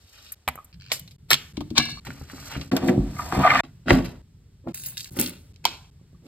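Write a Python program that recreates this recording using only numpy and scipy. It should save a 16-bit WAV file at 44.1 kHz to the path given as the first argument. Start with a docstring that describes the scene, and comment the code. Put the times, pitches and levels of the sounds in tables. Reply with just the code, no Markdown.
"""A quiet bedroom, close to a phone, in quick cuts: a perfume bottle is lifted, uncapped, sprayed, capped and
set on a wooden tray; sandals and a canvas bag slide off a shelf, the bag lands on a table, glasses, keys and a
wallet go in. Contacts are noise bursts; wood, glass and keys ring as clusters of decaying sines; rubbing is
gritty noise through resonances; the pump is stick-slip pulses, then shaped noise.
Each cut chops the room's tail and has its own hush of rumble, drone and hiss."""
import sys
import numpy as np
from scipy import signal
from scipy.fft import rfft, irfft, next_fast_len
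from scipy.io import wavfile
from scipy.ndimage import uniform_filter1d

SR = 44100
rng = np.random.default_rng(int(sys.argv[2]) if len(sys.argv) > 2 else 0)


def volts_from_decibels(level):
    """Turn decibel levels (scalar or array-like) into linear amplitude factors."""
    exponent = np.asarray(level, float) / 20
    return 10 ** exponent


def to_wav(sig):
    """Store sig (one row per channel, or 1-D mono) as 16-bit WAV at the path in sys.argv[1].

    Samples outside -1..1 are clipped; the rate is SR.
    """
    pcm = np.clip(np.atleast_2d(sig), -1, 1) * 32767
    pcm = np.round(pcm).astype(np.int16)
    wavfile.write(sys.argv[1], SR, pcm.T)  # frames by channels


N = 276551  # samples

# shots between cuts: (start [s], end [s], rumble [dB], drone [dB], hiss [dB])
SHOTS = [(0, 0.349, -61, -95, -64.5), (0.353, 0.723, -59, -86, -66.5), (0.725, 1.165, -52, -49, -70.5),
         (1.182, 1.528, -53, -54, -71.5), (1.533, 2, -46.5, -48.5, -62), (2.005, 2.705, -48, -57, -64),
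         (2.713, 3.609, -40, -48, -52.5), (3.634, 4.22, -50, -51.5, -67.5), (4.222, 4.725, -52, -56.5, -71),
         (4.731, 5.101, -52, -58.5, -68.5), (5.105, 5.527, -48, -59, -66), (5.533, 5.904, -53.5, -57, -69),
         (5.909, 6.309, -53, -59, -69.5)]
# modes of the tray: (frequency [Hz], level [dB], t60 [s])
TRAY = [(76, -9.5, 0.32), (144, -8, 0.43), (242.2, -3, 0.35), (310, 0, 0.12), (404, -18, 0.21),
        (610, -10.5, 0.15)]
# modes of the shelf: (frequency [Hz], level [dB], t60 [s])
SHELF = [(47.1, -33.5, 0.76), (78.5, -11.5, 0.31), (140.8, -7, 0.3), (207.1, -5, 0.29), (266, 0, 0.23),
         (363, 0.5, 0.097), (467, 0.5, 0.067), (726, -6.5, 0.36)]
# modes of the table: (frequency [Hz], level [dB], t60 [s])
TABLE = [(48, -10.5, 0.23), (80, -17, 0.94), (130, -1, 0.21), (176, -3.5, 0.2), (251, -1, 0.075),
         (331.5, -4.5, 0.3), (389, -3, 0.046), (544.6, -5.5, 0.18), (760, -9, 0.053)]
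# wood under the blows and rubs: (from [s], modes)
WOOD = [(0, TRAY), (2, SHELF), (3.62, TABLE)]
# modes of the glass bottles: (frequency [Hz], level [dB], t60 [s])
BOTTLES = [(733, -9, 0.25), (1150, -6, 0.15), (1330, -9, 0.17), (1670, 5, 0.3), (2130, -3, 0.363),
           (2320, -0.5, 0.3), (2695, 1, .45), (2858, 1, 0.35), (3300, -11.5, .3), (3690, 5.5, 0.22),
           (4000, 5.5, 0.28), (4030, 0, 0.4), (4380, -3.5, 0.9), (4846, -8.5, .25), (4860, -5.5, .31),
           (5335, 2, .3), (5700, -15, .15), (6374, -22.5, 0.2), (7671, -23.5, 0.447), (8800, -18.5, .33)]
# modes of the keys: (frequency [Hz], level [dB], t60 [s])
KEYS = [(2150, -24, .04), (2450, -24, .05), (3050, -22, .05), (4050, -22, .05), (4700, -22, .05),
        (6340, -18, .08), (6800, -15, .08), (7140, -14, .15), (8200, -14, .12), (8870, -16, .12),
        (9540, -7, .12), (10400, -6, .05), (11100, -2, .2), (12000, -11, .15), (12900, -14, .12),
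        (14800, -12, .12), (15400, -3, .22)]


def along(table, hz):
    """A (Hz, value) table read on a log-frequency axis."""
    f, v = np.transpose(table)
    return np.interp(np.log(hz + 1), np.log(f), v)


def noise(spectrum, size):
    """Noise of rms 1, coloured by (frequency [Hz], relative level [dB])."""
    n = next_fast_len(size)
    gain = volts_from_decibels(along(spectrum, np.fft.rfftfreq(n, 1 / SR)))
    x = irfft(rfft(rng.standard_normal(n)) * gain, n)[:size]
    return x / x.std()


def band(x, hz, width):
    """Resonance with gain 1 at the centre."""
    return signal.lfilter(*signal.iirpeak(hz, hz / width, SR), x)


def steep(x, hz, width):
    """Two equal resonances in series, for dark skirts; each is 1.34 times the nominal width."""
    return band(band(x, hz, 1.34 * width), hz, 1.34 * width)


def walk(rate):
    """Random levels drawn rate times a second, joined by ramps; spread near 1."""
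    k = int(SR / rate)
    return uniform_filter1d(np.repeat(rng.standard_normal(N // k + 1), k), k)[:N]


def cut_after(s):
    """When the shot that holds time s ends."""
    return min(end for start, end, *hush_db in SHOTS if end > s)


def add(out, s, x):
    """Mixes x into out at time s, up to the next cut."""
    i, stop = int(s * SR), min(int(cut_after(s) * SR), N)
    out[i:min(i + len(x), stop)] += x[:stop - i]


def curve(table):
    """Columns of a table at every sample, and a gate that is open while it lasts."""
    s, *columns = np.transpose(table)
    t = np.arange(N) / SR
    gate = np.clip(np.minimum(t - s[0], s[-1] - t) / 0.0031, 0, 1)
    return gate, *(np.interp(t, s, c) for c in columns)


def decays(rows, attack_s):
    """Gain that jumps at each (s, dB, t60 s) and dies away, at the latest with the cut."""
    out, t = np.zeros(N), np.arange(SR) / SR
    for s, db, t60 in rows:
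        add(out, s, np.minimum(t / attack_s, 1) * volts_from_decibels(db - 60 * t / t60))
    return out


def favour(hz, centre_hz, db_per_octave):
    """Gain in dB, falling as a resonance lies further from the centre of the excitation."""
    return -db_per_octave * np.abs(np.log2(hz / centre_hz))


def blend(resonances, centre_hz, db_per_octave):
    """Mixes (Hz, dB, noise) to about rms 1; nearness to the centre adds to a resonance's share."""
    shares = [volts_from_decibels(db + favour(hz, centre_hz, db_per_octave)) for hz, db, x in resonances]
    mix = sum(share * x / x.std() for share, (hz, db, x) in zip(shares, resonances))
    return mix / np.sqrt(sum(share ** 2 for share in shares))


def ring(s, modes, db, push_ms, scatter_db, spread):
    """One blow: every mode is four close partials that beat; a longer push dulls the high ones."""
    hz, share_db, t60 = np.repeat(np.transpose(modes), 4, axis=1)[:, :, None]
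    level_chance, pitch_chance = rng.standard_normal((2, *hz.shape))
    mode_chance = np.repeat(rng.standard_normal(len(modes)), 4)[:, None]
    share_db = share_db + scatter_db * (mode_chance + level_chance)
    t = np.arange(int(min(cut_after(s) - s, .5) * SR)) / SR
    partials = volts_from_decibels(share_db - 60 * t / t60) * np.sin(2 * np.pi * hz * (1 + spread * pitch_chance) * t)
    x = signal.fftconvolve(partials.sum(0), np.hanning(int(push_ms * SR / 1000) + 3))
    return volts_from_decibels(db) * x / np.abs(x).max()


def crack(db, hz, treble_db, body_db, ms):
    """A burst of noise: a broad knock around hz, a fizz of treble and a dull body."""
    t = np.arange(SR // 10) * 1000 / SR / max(ms, .2)
    fade = np.exp(-t) * (1 - np.exp(-t / 0.57))
    first_touch = 5.0 * (t == 0)
    knock = steep(first_touch + fade * rng.standard_normal(len(t)), hz, 0.67 * hz)
    fizz = fade * noise([(3000, -43.0), (6500, 3.5), (13000, 14.5), (16000, 2.5)], len(t))
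    body = fade * noise([(200, -27), (500, 6.5), (1200, 4.5), (2500, -41.5)], len(t))
    return volts_from_decibels(db) * knock / np.abs(knock).max() + volts_from_decibels(treble_db) * fizz + volts_from_decibels(body_db) * body


def rattle(modes, shakes, rate, width):
    """Hundreds of tiny collisions a second excite an object's modes; width is a share of the pitch."""
    ticks = (rng.random(N) < rate / SR) * rng.standard_normal(N) * volts_from_decibels(3 * walk(60))
    jingle = sum(volts_from_decibels(db) * band(ticks, hz, width * hz) for hz, db, t60 in modes)
    return decays(shakes, 0.0018) * jingle / jingle.std()


def stereo(shared, other):
    """Stereo image: left and right are partly alike, with a phase between them that varies with pitch."""
    # (frequency [Hz], lead of the left channel [radians])
    left_lead = [(0, 0), (700, -0.3), (1400, -0.2), (1750, 0), (2400, 1.2), (3100, -1), (3900, -0.9),
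                 (4500, -1.5), (5170, -4), (5700, -3.2), (6550, -2.4), (7580, -0.4), (8600, 0.5),
                 (9300, 2.3), (9800, 3.05), (10700, 3.5), (11200, 4.4), (12060, 6), (13100, 6.6),
                 (14470, 9.3), (15400, 10.4), (16000, 9.7)]
    # (frequency [Hz], likeness of left and right [0-1])
    likeness = [(60, .998), (130, .99), (280, .95), (640, .55), (1100, .65), (1700, .8), (2200, .55),
                (2700, .1), (3600, .55), (4600, .45), (5200, .5), (5800, .92), (7000, .65), (8200, .87),
                (10200, .96), (16000, .9)]
    n = next_fast_len(len(shared))
    hz = np.fft.rfftfreq(n, 1 / SR)
    alike = np.clip(along(likeness, hz), 0, 1)
    lead = np.exp(-1j * np.interp(hz, *np.transpose(left_lead)))
    right = alike * lead * rfft(shared, n) + np.sqrt(1 - alike ** 2) * rfft(other, n)
    return np.array([shared, irfft(right, n)[:len(shared)]])


def housing():
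    """The phone's body scatters the direct sound: a short random response passing all pitches equally."""
    scatter_ms = 2.5
    x = rfft(rng.standard_normal(512) * np.exp(-np.arange(512) * 1000 / SR / scatter_ms))
    return irfft(x / np.abs(x))


def room(direct):
    """Direct sound, scatter off the near shelves, then the room's tail dying band by band."""
    # tail: (frequency [Hz], t60 [s], level [dB])
    tail = [(60, 0.11, -19), (306, 0.44, -6), (990, 0.64, -24), (4640, 0.2, -8), (8000, 1, -28),
            (15890, 0.45, -24)]
    near_db, near_ms = -14, 6
    t = np.arange(SR // 2) / SR
    scatter = noise([(200, -21.0), (800, 9.0), (6000, 4.5), (16000, -36.0)], len(t))
    h = volts_from_decibels(near_db) * np.exp(-t * 1000 / near_ms) * scatter / np.sqrt(near_ms * SR / 2000)
    f, t60, db = np.transpose(tail)
    for hz in 50 * 2 ** np.arange(0, 8.4, .5):  # half octaves
        fade_db = along(np.c_[f, db], hz) - 60 * t / along(np.c_[f, t60], hz)
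        tail_band = band(rng.standard_normal(len(t)), hz, hz / 3) / np.sqrt(SR / 20)
        h += volts_from_decibels(fade_db) * np.minimum(t / 0.0028, 1) * tail_band
    h[:len(direct)] += direct
    return np.roll(h, 32)  # headroom for the phase between left and right


def hush():
    """Stereo background: wavering rumble, steady hiss, wavering drone, all coloured noise."""
    # (frequency [Hz], relative level [dB])
    rumble_colour = [(15, -29.5), (25, -5), (92, 4.5), (141, -9.5), (221, -11.5), (343, -22.5), (425, -20),
                     (569, -39.5), (600, -47.5), (780, -60), (1320, -120)]
    # (frequency [Hz], relative level [dB])
    hiss_colour = [(400, 7.5), (1000, 1), (2500, 0.5), (5000, 0.5), (6800, -3.5), (9000, -5),
                   (15000, -14.5)]
    # (frequency [Hz], relative level [dB])
    drone_colour = [(60, -43), (110, -4), (135, 5), (175, 0.5), (220, -20), (320, -46.5)]
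    rumble = stereo(noise(rumble_colour, N), noise(rumble_colour, N)) * volts_from_decibels(2 * walk(72))
    hiss = stereo(noise([(150, -10)] + hiss_colour, N), noise([(150, -31.0)] + hiss_colour, N))
    drone = stereo(noise(drone_colour, N), noise(drone_colour, N)) * volts_from_decibels(2 * walk(20))
    return rumble, drone, hiss


def slides():
    """Things dragged, as (pitch centre Hz, course)."""
    # each: pitch centre [Hz], then a course of
    # (time [s], rub [dB], treble [dB], load on the wood [dB], favoured pitch of the wood [Hz])
    bottle = 4300, [(0.0, -67.5, -70, -62, 88.6), (.18, -56, -56.5, -76, 87.5),
              (.195, -52.5, -56.5, -61, 87.5), (0.3, -51.5, -58, -69, 85.5), (0.345, -55.5, -57, -60, 89)]
    # columns as for the bottle
    cap = 3800, [(1.283, -59, -65.5, -58.5, 140.4), (1.303, -44.5, -48, -56.5, 138.6),
           (1.307, -20, -26, -54, 141), (1.325, -22, -25.5, -60, 140), (1.346, -29, -23.5, -59.5, 140),
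           (1.357, -34, -52.5, -57, 139.6)]
    # columns as for the bottle
    sandals = 1880, [(2.05, -40.5, -46, -69, 130), (2.086, -49.5, -57, -31.5, 130),
               (2.266, -60.5, -61.5, -68, 130), (2.308, -49, -50.5, -69, 130), (2.33, -55, -55, -43, 130),
               (2.516, -41.5, -45, -55, 130), (2.572, -40.5, -56, -35, 130),
               (2.602, -45.5, -54.5, -31.5, 130), (2.7, -65, -61, -55, 130)]
    # columns as for the bottle
    bag = 950, [(2.714, -26.5, -39.5, -27.5, 245), (2.738, -50, -54, -14, 266),
           (2.761, -45, -50.5, -20, 260), (2.77, -31, -33, -19, 260), (2.796, -43, -63, -37, 239),
           (2.898, -39.5, -42.5, -13.5, 247), (2.97, -54, -87, -26, 179), (3.212, -49.5, -44, -44, 119),
           (3.298, -39, -45.5, -49, 179), (3.388, -33, -45.5, -17, 152), (3.464, -28.5, -47.5, -48, 182),
           (3.522, -28, -45.5, -37, 140), (3.59, -23.5, -46, -31, 192), (3.63, -24.5, -28.5, -23, 187)]
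    # columns as for the bottle
    keyring = 9000, [(4.74, -54, -54.5, -59, 115), (4.866, -55.5, -46.5, -49, 115),
               (4.96, -57, -78, -51.5, 115), (4.974, -60, -41, -49, 111), (5.1, -58.5, -54.5, -69, 113)]
    return [bottle, cap, sandals, bag, keyring]


def scuffs():
    """Brushes that swell into contact, as (pitch centre Hz, course)."""
    # (start [s], end [s], final rub [dB], final treble [dB], final load [dB], pitch centre [Hz])
    brushes = [(0.886, 0.92, -30, -56, -63, 3900), (1.75, 1.784, -9, -46.5, -33.5, 4003),
               (3.857, 3.904, -16, -39.5, -14.5, 1100), (4.638, 4.684, -65, -68.5, -28.5, 1000),
               (5.107, 5.199, -36, -36.5, -33, 950), (5.636, 5.647, -29.5, -39.5, -42.5, 3050),
               (6.207, 6.27, -56.5, -57, -44, 1600)]
    rise_db, load_rise_db, boom_hz = 38, 23, 265
    courses = []
    for start, end, db, treble_db, load_db, hz in brushes:
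        first = (start, db - rise_db, treble_db - rise_db, load_db - load_rise_db, boom_hz)
        courses.append((hz, [first, (end, db, treble_db, load_db, boom_hz)]))
    return courses


def settling():
    """Things settling after they land (bag, keys, wallet): rubbing dies away while the wood's pitch sags."""
    # (time [s], rub [dB], load [dB], t60 [s], pitch centre [Hz])
    landings = [(3.629, -47, -41.5, 0.22, 957), (3.914, -24.5, -10.5, 0.4, 698),
                (4.042, -39.5, -54, 0.19, 3160), (4.681, -46.5, -27.5, 0.22, 960),
                (5.198, -31, -25.5, 0.37, 3660), (5.656, -32, -43.5, 0.38, 4230)]
    treble_db = -13  # relative to the rub
    boom_hz, settled_boom_hz = 260, 99
    courses = []
    for s, db, load_db, t60, hz in landings:
        cut_s = cut_after(s)
        lost_db = 60 * min((cut_s - s) / t60, 1)
        last_db = db - lost_db
        last = (min(s + t60, cut_s), last_db, last_db + treble_db, load_db - lost_db, settled_boom_hz)
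        courses.append((hz, [(s, db, db + treble_db, load_db, boom_hz), last]))
    return courses


def rubbing():
    """Surfaces catch and slip: gritty noise through the rubbed thing's hollow, and a load that shakes the wood."""
    # resonances of the hollow: (frequency [Hz], nominal width [Hz], level [dB])
    rub_body = [(585, 540, 0.5), (950, 280, -3), (1400, 640, -1.5), (1844, 2800, -3), (2630, 780, -1),
                (4030, 1600, 0)]
    grit = volts_from_decibels(3 * walk(300) + 2.5 * walk(40))
    hollows = []
    for hz, width, db in rub_body:
        hollow = steep(grit * rng.standard_normal(N), hz, width)
        hollows.append((hz, db, hollow * volts_from_decibels(2.5 * walk(30))))
    treble = noise([(2500, -22.0), (4500, 3.5), (9000, -3.5), (14000, -4.5), (16000, -21.5)], N)
    treble = treble * volts_from_decibels(4 * walk(200))
    shake, out = rng.standard_normal(N), np.zeros(N)
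    booms = {start: [(hz, db, steep(shake, hz, 6.14 / t60)) for hz, db, t60 in wood] for start, wood in WOOD}
    for centre_hz, course in slides() + scuffs() + settling():
        start_s, end_s = course[0][0], course[-1][0]
        boom = booms[max(start for start in booms if start <= start_s)]
        now = slice(int(start_s * SR), int(end_s * SR))
        gate, rub_db, treble_db, load_db, boom_hz = (c[now] for c in curve(course))
        body = blend([(hz, db, x[now]) for hz, db, x in hollows], centre_hz, 4.77)
        wood = blend([(hz, db, x[now]) for hz, db, x in boom], boom_hz, 13.0)
        out[now] += gate * (volts_from_decibels(rub_db) * body + volts_from_decibels(treble_db) * treble[now] + volts_from_decibels(load_db) * wood)
    return out


def taps():
    """Single-mode rings: metallic pings, cap taps and the low sway of the furniture."""
    # (time [s], frequency [Hz], level [dB], t60 [s])
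    single_rings = [(0.319, 8630, -51, 0.078), (.322, 11000, -53, .05), (0.556, 12500, -29, 0.23),
                    (0.577, 1240, -34, 0.034), (0.587, 1200, -32, 0.095), (0.647, 12300, -52, 0.2),
                    (1.973, 1150, -38, 0.082), (2.983, 50, -18.5, 0.75), (3.916, 49, -22.5, 1),
                    (5.995, 1043, -60.5, 0.085), (6.146, 1200, -56.5, 0.1)]
    out = np.zeros(N)
    for s, hz, db, t60 in single_rings:
        add(out, s, ring(s, [(hz, 0, t60)], db, push_ms=0.5, scatter_db=1.4, spread=0.04))
    return out


def clicks():
    """Hard contacts, each a burst of noise."""
    # (time [s], knock peak [dB], centre [Hz], treble [dB], body [dB], decay [ms])
    contacts = [(0.3193, -40, 1900, -20.5, -72, 4.8), (0.478, -10.5, 2370, -17.5, -11, 1.6),
                (0.486, -10.5, 1730, -13.5, -15.5, 1.8), (0.555, -49, 1310, -29, -49, 2.4),
                (0.6441, -116, 1270, -34, -73, 3.6), (0.918, -3, 3100, -23, -14, 1.1),
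                (0.995, -32, 3680, -25.5, -86, 2.5), (1.077, -32.5, 3880, -51.5, -61, 3.9),
                (1.11, -36, 3856, -52.5, -74, 6.5), (1.305, -1.5, 4160, -11, -17.5, 3.5),
                (1.3134, -1.5, 1700, -3.5, -19.5, 1.2), (1.3314, 4, 2960, -28.5, -33.5, 1),
                (1.3342, -6, 2960, -20, -27.5, 1.4), (1.3424, -0.5, 3000, -15, -15.5, 0.67),
                (1.5703, -22, 3370, -81, -33.5, 3.9), (1.607, -25, 3300, -42.5, -27.5, 4.8),
                (1.704, -29.5, 3900, -47.5, -43.5, 3.5), (1.7805, 4.5, 4200, -44.5, -15, 1.9),
                (2.05, -36, 1820, -36.5, -55, 1.2), (2.069, -26, 2500, -39, -27, 2.5),
                (2.105, -25.5, 1480, -48, -45, 1.2), (2.2139, -40.5, 1000, -55, -43, 3.1),
                (2.3315, -43, 1210, -61.5, -37, 4), (2.382, -35.5, 1160, -56, -49, 3),
                (2.299, -30.5, 1590, -52, -53, 3.2), (2.5541, -25, 1270, -58.5, -39.5, 5.1),
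                (2.6129, -21, 3400, -59, -33, 4.4), (2.7182, -23, 1570, -45.5, -27.5, 5.4),
                (2.766, -10.5, 3930, -14.5, -43, 1.8), (2.84, -44, 1570, -46.5, -22, 1.1),
                (2.885, -16, 1950, -47, -21, 7.1), (3.3238, -19.5, 1280, -53, -13.5, 2.7),
                (3.3716, -44, 1276, -38, -15.5, 2.1), (3.8832, -10.5, 1165, -48, -4.5, 1.1),
                (3.9056, -1, 1740, -46.5, 3, 2.5), (4.0481, -43, 1400, -29, -30.5, 1.3),
                (4.6733, -40.5, 1220, -59, -18, 1.4), (5.1668, -31.5, 1516, -35.5, -48, 1.4),
                (5.1922, -32, 2560, -23.5, -23.5, 2.7), (5.2618, -14.5, 4260, -33.5, -33, 1.7),
                (5.534, -54.5, 4040, -73.5, -89, 1.8), (5.542, -46, 4100, -60.5, -81, 1.13),
                (5.561, -35.5, 3870, -66, -77, 0.73), (5.6531, 2, 3670, -11, -2, 1.3),
                (5.896, -55, 3590, -70.5, -66, 1.4)]
    out = np.zeros(N)
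    for s, *row in contacts:
        add(out, s, crack(*row))
    return out


def thumps():
    """Soft blows that set the modes of the wood booming, most of all near a favoured pitch."""
    # (time [s], peak [dB], push [ms], favoured pitch [Hz])
    soft_blows = [(0.476, -29, 0.69, 82), (0.919, -40.5, 1.2, 267), (1.324, -25, 2.2, 140),
                  (1.577, -15.5, 2, 320), (1.608, -19, 2.6, 295), (1.712, -17.5, 2.2, 308),
                  (1.787, -13, 0.81, 222), (2.066, -30, 2.3, 134), (2.213, -25.5, 0.52, 91),
                  (2.334, -28.5, 1.8, 260), (2.564, -18, 1.06, 89), (2.723, -25.5, 0.9, 263),
                  (2.835, -14.5, 0.78, 265), (2.902, -20.5, 0.98, 260), (2.978, -6.5, 1.27, 175),
                  (3.331, -14.5, 2.2, 348), (3.377, -8, 1.9, 135.4), (3.874, -20, 1.4, 263.5),
                  (3.909, -2.5, 0.27, 510), (3.919, -4, 3.4, 138.5), (4.667, -24, 1.6, 322),
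                  (5.114, -32, 0.66, 98.8), (5.169, -20.5, 0.43, 504), (5.188, -16.5, 1.1, 262),
                  (5.195, -16.5, 0.55, 500), (5.646, -37.5, 0.86, 359), (6.013, -39, 1.33, 121.6),
                  (6.13, -36, 1.73, 109)]
    out = np.zeros(N)
    for s, db, push_ms, centre_hz in soft_blows:
        wood = [wood for start, wood in WOOD if start <= s][-1]
        modes = [(hz, share_db + favour(hz, centre_hz, 11.0), t60) for hz, share_db, t60 in wood]
        add(out, s, ring(s, modes, db, push_ms, scatter_db=0.99, spread=0.039))
    return out


def pump():
    """The plunger creaks in stick-slip pulses, then the nozzle hisses."""
    # (start [s], end [s], level [dB], slip rate [1/s])
    creaks = [(0.728, 0.746, -23, 140), (0.757, 0.758, -30, 100), (0.7995, 0.865, -19, 97),
              (0.874, 0.895, -19, 98)]
    # resonances: (frequency [Hz], nominal width [Hz], level [dB])
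    plunger = [(1800, 600, -9), (2800, 900, 0), (4300, 900, -1), (10500, 3000, -26.5)]
    # (time [s], level [dB], t60 [s])
    sprays = [(.918, -22, 0.16)]
    slip_jitter, slip_ms = .04, 2.9
    slips = np.zeros(N)
    for start, end, db, rate in creaks:
        size = int((end - start) * SR)
        phase = np.cumsum(rate * (1 + slip_jitter * walk(90)[:size])) / SR
        pulses = np.diff(np.floor(phase + 1), prepend=0)  # one at each whole turn
        add(slips, start, volts_from_decibels(db) * pulses * volts_from_decibels(3.0 * walk(213.3)[:size]))
    grind_fade = np.exp(-np.arange(600) * 1000 / SR / slip_ms)
    grind = np.convolve(slips, grind_fade)[:N] * rng.standard_normal(N)
    creak = sum(volts_from_decibels(db) * steep(slips + volts_from_decibels(-14) * grind, hz, width) for hz, width, db in plunger)
    hiss = noise([(800, -2.0), (2500, 8.0), (4500, 13.5), (6500, 10.0), (12000, 10.0), (16000, 0.5)], N)
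    return creak + decays(sprays, 0.0034) * hiss


def bottle_knocks():
    """Knocked glass: short pushes ring the bottle modes."""
    # (time [s], peak [dB])
    knocks = [(1.568, -36.5), (1.603, -47), (1.778, -8.5), (1.798, -6), (1.86, -21.5), (1.888, -22)]
    out = np.zeros(N)
    for s, db in knocks:
        add(out, s, ring(s, BOTTLES, db, push_ms=.05, scatter_db=2, spread=0.012))
    return out


def bottle_chatter():
    """Bottles chatter against each other on the shaken tray, in dense random collisions."""
    # (time [s], level [dB], t60 [s])
    chatter = [(1.781, -11, 0.042), (1.799, -31, 0.59)]
    return rattle(BOTTLES, chatter, rate=900, width=0.015)


def scrape():
    """The bag's stiff base scrapes over the shelf edge: coarse grit knocks its modes, each waxing and waning."""
    # shriller as less of the base rests there: (time [s], level [dB], favoured pitch [Hz])
    course = [(3.15, -55, 1000), (3.2, -35, 1250), (3.26, -47, 1000), (3.318, -47, 900), (3.33, -35, 900),
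              (3.42, -26, 950), (3.44, -23, 1100), (3.46, -23, 850), (3.497, -23, 1790), (3.53, -20, 1110),
              (3.556, -19.5, 1310), (3.575, -23, 1316), (3.59, -21, 1900), (3.63, -41, 1520)]
    # modes: (frequency [Hz], nominal width [Hz], level [dB])
    bag_base = [(728, 165, 0), (973, 64, -6.5), (1213, 61, -3), (1466, 100, -3.5), (1840, 120, -2),
                (2097, 200, 4), (2320, 170, -3.5), (2800, 170, -1.5), (3100, 140, -15), (4220, 250, -14.5)]
    gate, db, centre_hz = curve(course)
    grit = volts_from_decibels(5 * walk(250) + 3 * walk(70)) * rng.standard_normal(N)
    modes = [(hz, share_db, steep(grit, hz, width) * volts_from_decibels(2 * walk(40))) for hz, width, share_db in bag_base]
    return gate * volts_from_decibels(db) * blend(modes, centre_hz, 16.0)


def key_rattle():
    """The bunch of keys rattles after each shake, in dense random collisions."""
    # (time [s], level [dB], t60 [s])
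    shakes = [(4.743, -40, 0.58), (4.86, -34.5, 0.19), (4.973, -54.5, 0.53), (5.101, -48.5, 0.69),
              (5.161, -34.5, 0.2), (5.195, -17, 0.21)]
    return rattle(KEYS, shakes, rate=720, width=.035)


def key_jingle():
    """Keys strike each other: high-passed metal modes and a crack at each strike."""
    # (time [s], ring peak ahead of the high-pass [dB], crack peak [dB], crack centre [Hz])
    strikes = [(4.7448, -19, -34, 2380), (4.7746, -21, -38.5, 2300), (4.7984, -22.5, -42, 2800),
               (4.819, -26.5, -34, 6500), (4.8367, -21, -29, 3520), (4.851, -36.5, -33, 3000),
               (4.8607, -15, -27.5, 7040), (4.8853, -21, -31, 6400), (4.923, -38, -43, 1320),
               (4.9712, -29.5, -21, 3100), (4.978, -32, -15, 4630), (4.996, -40, -23, 3300),
               (5.007, -32, -18.5, 4000), (5.0445, -31.5, -23, 4510), (5.0577, -41.5, -31.5, 2430),
               (5.072, -41, -39, 2470), (5.189, -17.5, -16, 3180), (5.1937, -9, -16, 9000),
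               (5.2042, -16, -31, 4500)]
    rings, cracks = np.zeros(N), np.zeros(N)
    for s, db, crack_db, crack_hz in strikes:
        add(rings, s, ring(s, KEYS, db, push_ms=0, scatter_db=4.5, spread=.006))
        add(cracks, s, crack(crack_db, crack_hz, crack_db - 14, crack_db - 36, ms=2.5))
    return cracks + signal.sosfilt(signal.butter(2, 1200, "high", fs=SR, output="sos"), rings)


def scene():
    """Every shot has its own echo pattern and hush, and ends abruptly."""
    dry = rubbing() + taps() + clicks() + thumps() + pump() + bottle_knocks() + bottle_chatter()
    dry += scrape() + key_rattle() + key_jingle()
    layers = hush()
    out = np.zeros((2, N))
    for start, end, *layer_dbs in SHOTS:
        a, b = int(start * SR), min(int(end * SR), N)
        echoes = stereo(room([1]), room(housing()))
        heard = signal.fftconvolve(dry[None, a:b], echoes, axes=1)[:, 32:b - a + 32]  # undo the headroom
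        for layer, db in zip(layers, layer_dbs):
            heard += volts_from_decibels(db) * layer[:, a:b]
        edge_s = np.minimum(np.arange(b - a) + 1, np.arange(b - a)[::-1] + 1) / SR
        out[:, a:b] = heard * np.minimum(edge_s / 0.0021, 1)
    return out


def roll_off(x):
    """The treble ends steeply here."""
    return signal.sosfilt(signal.butter(12, 16470, fs=SR, output="sos"), x)


def record(dry):
    """The phone cuts the deepest bass and the top, and clips the loudest peaks."""
    x = signal.sosfilt(signal.butter(3, 38, "high", fs=SR, output="sos"), dry)
    x = signal.sosfilt(signal.ellip(8, .2, 70, 16300, fs=SR, output="sos"), x)
    return roll_off(np.clip(x, -1, 1))


dry = scene()
out = record(dry)
to_wav(out)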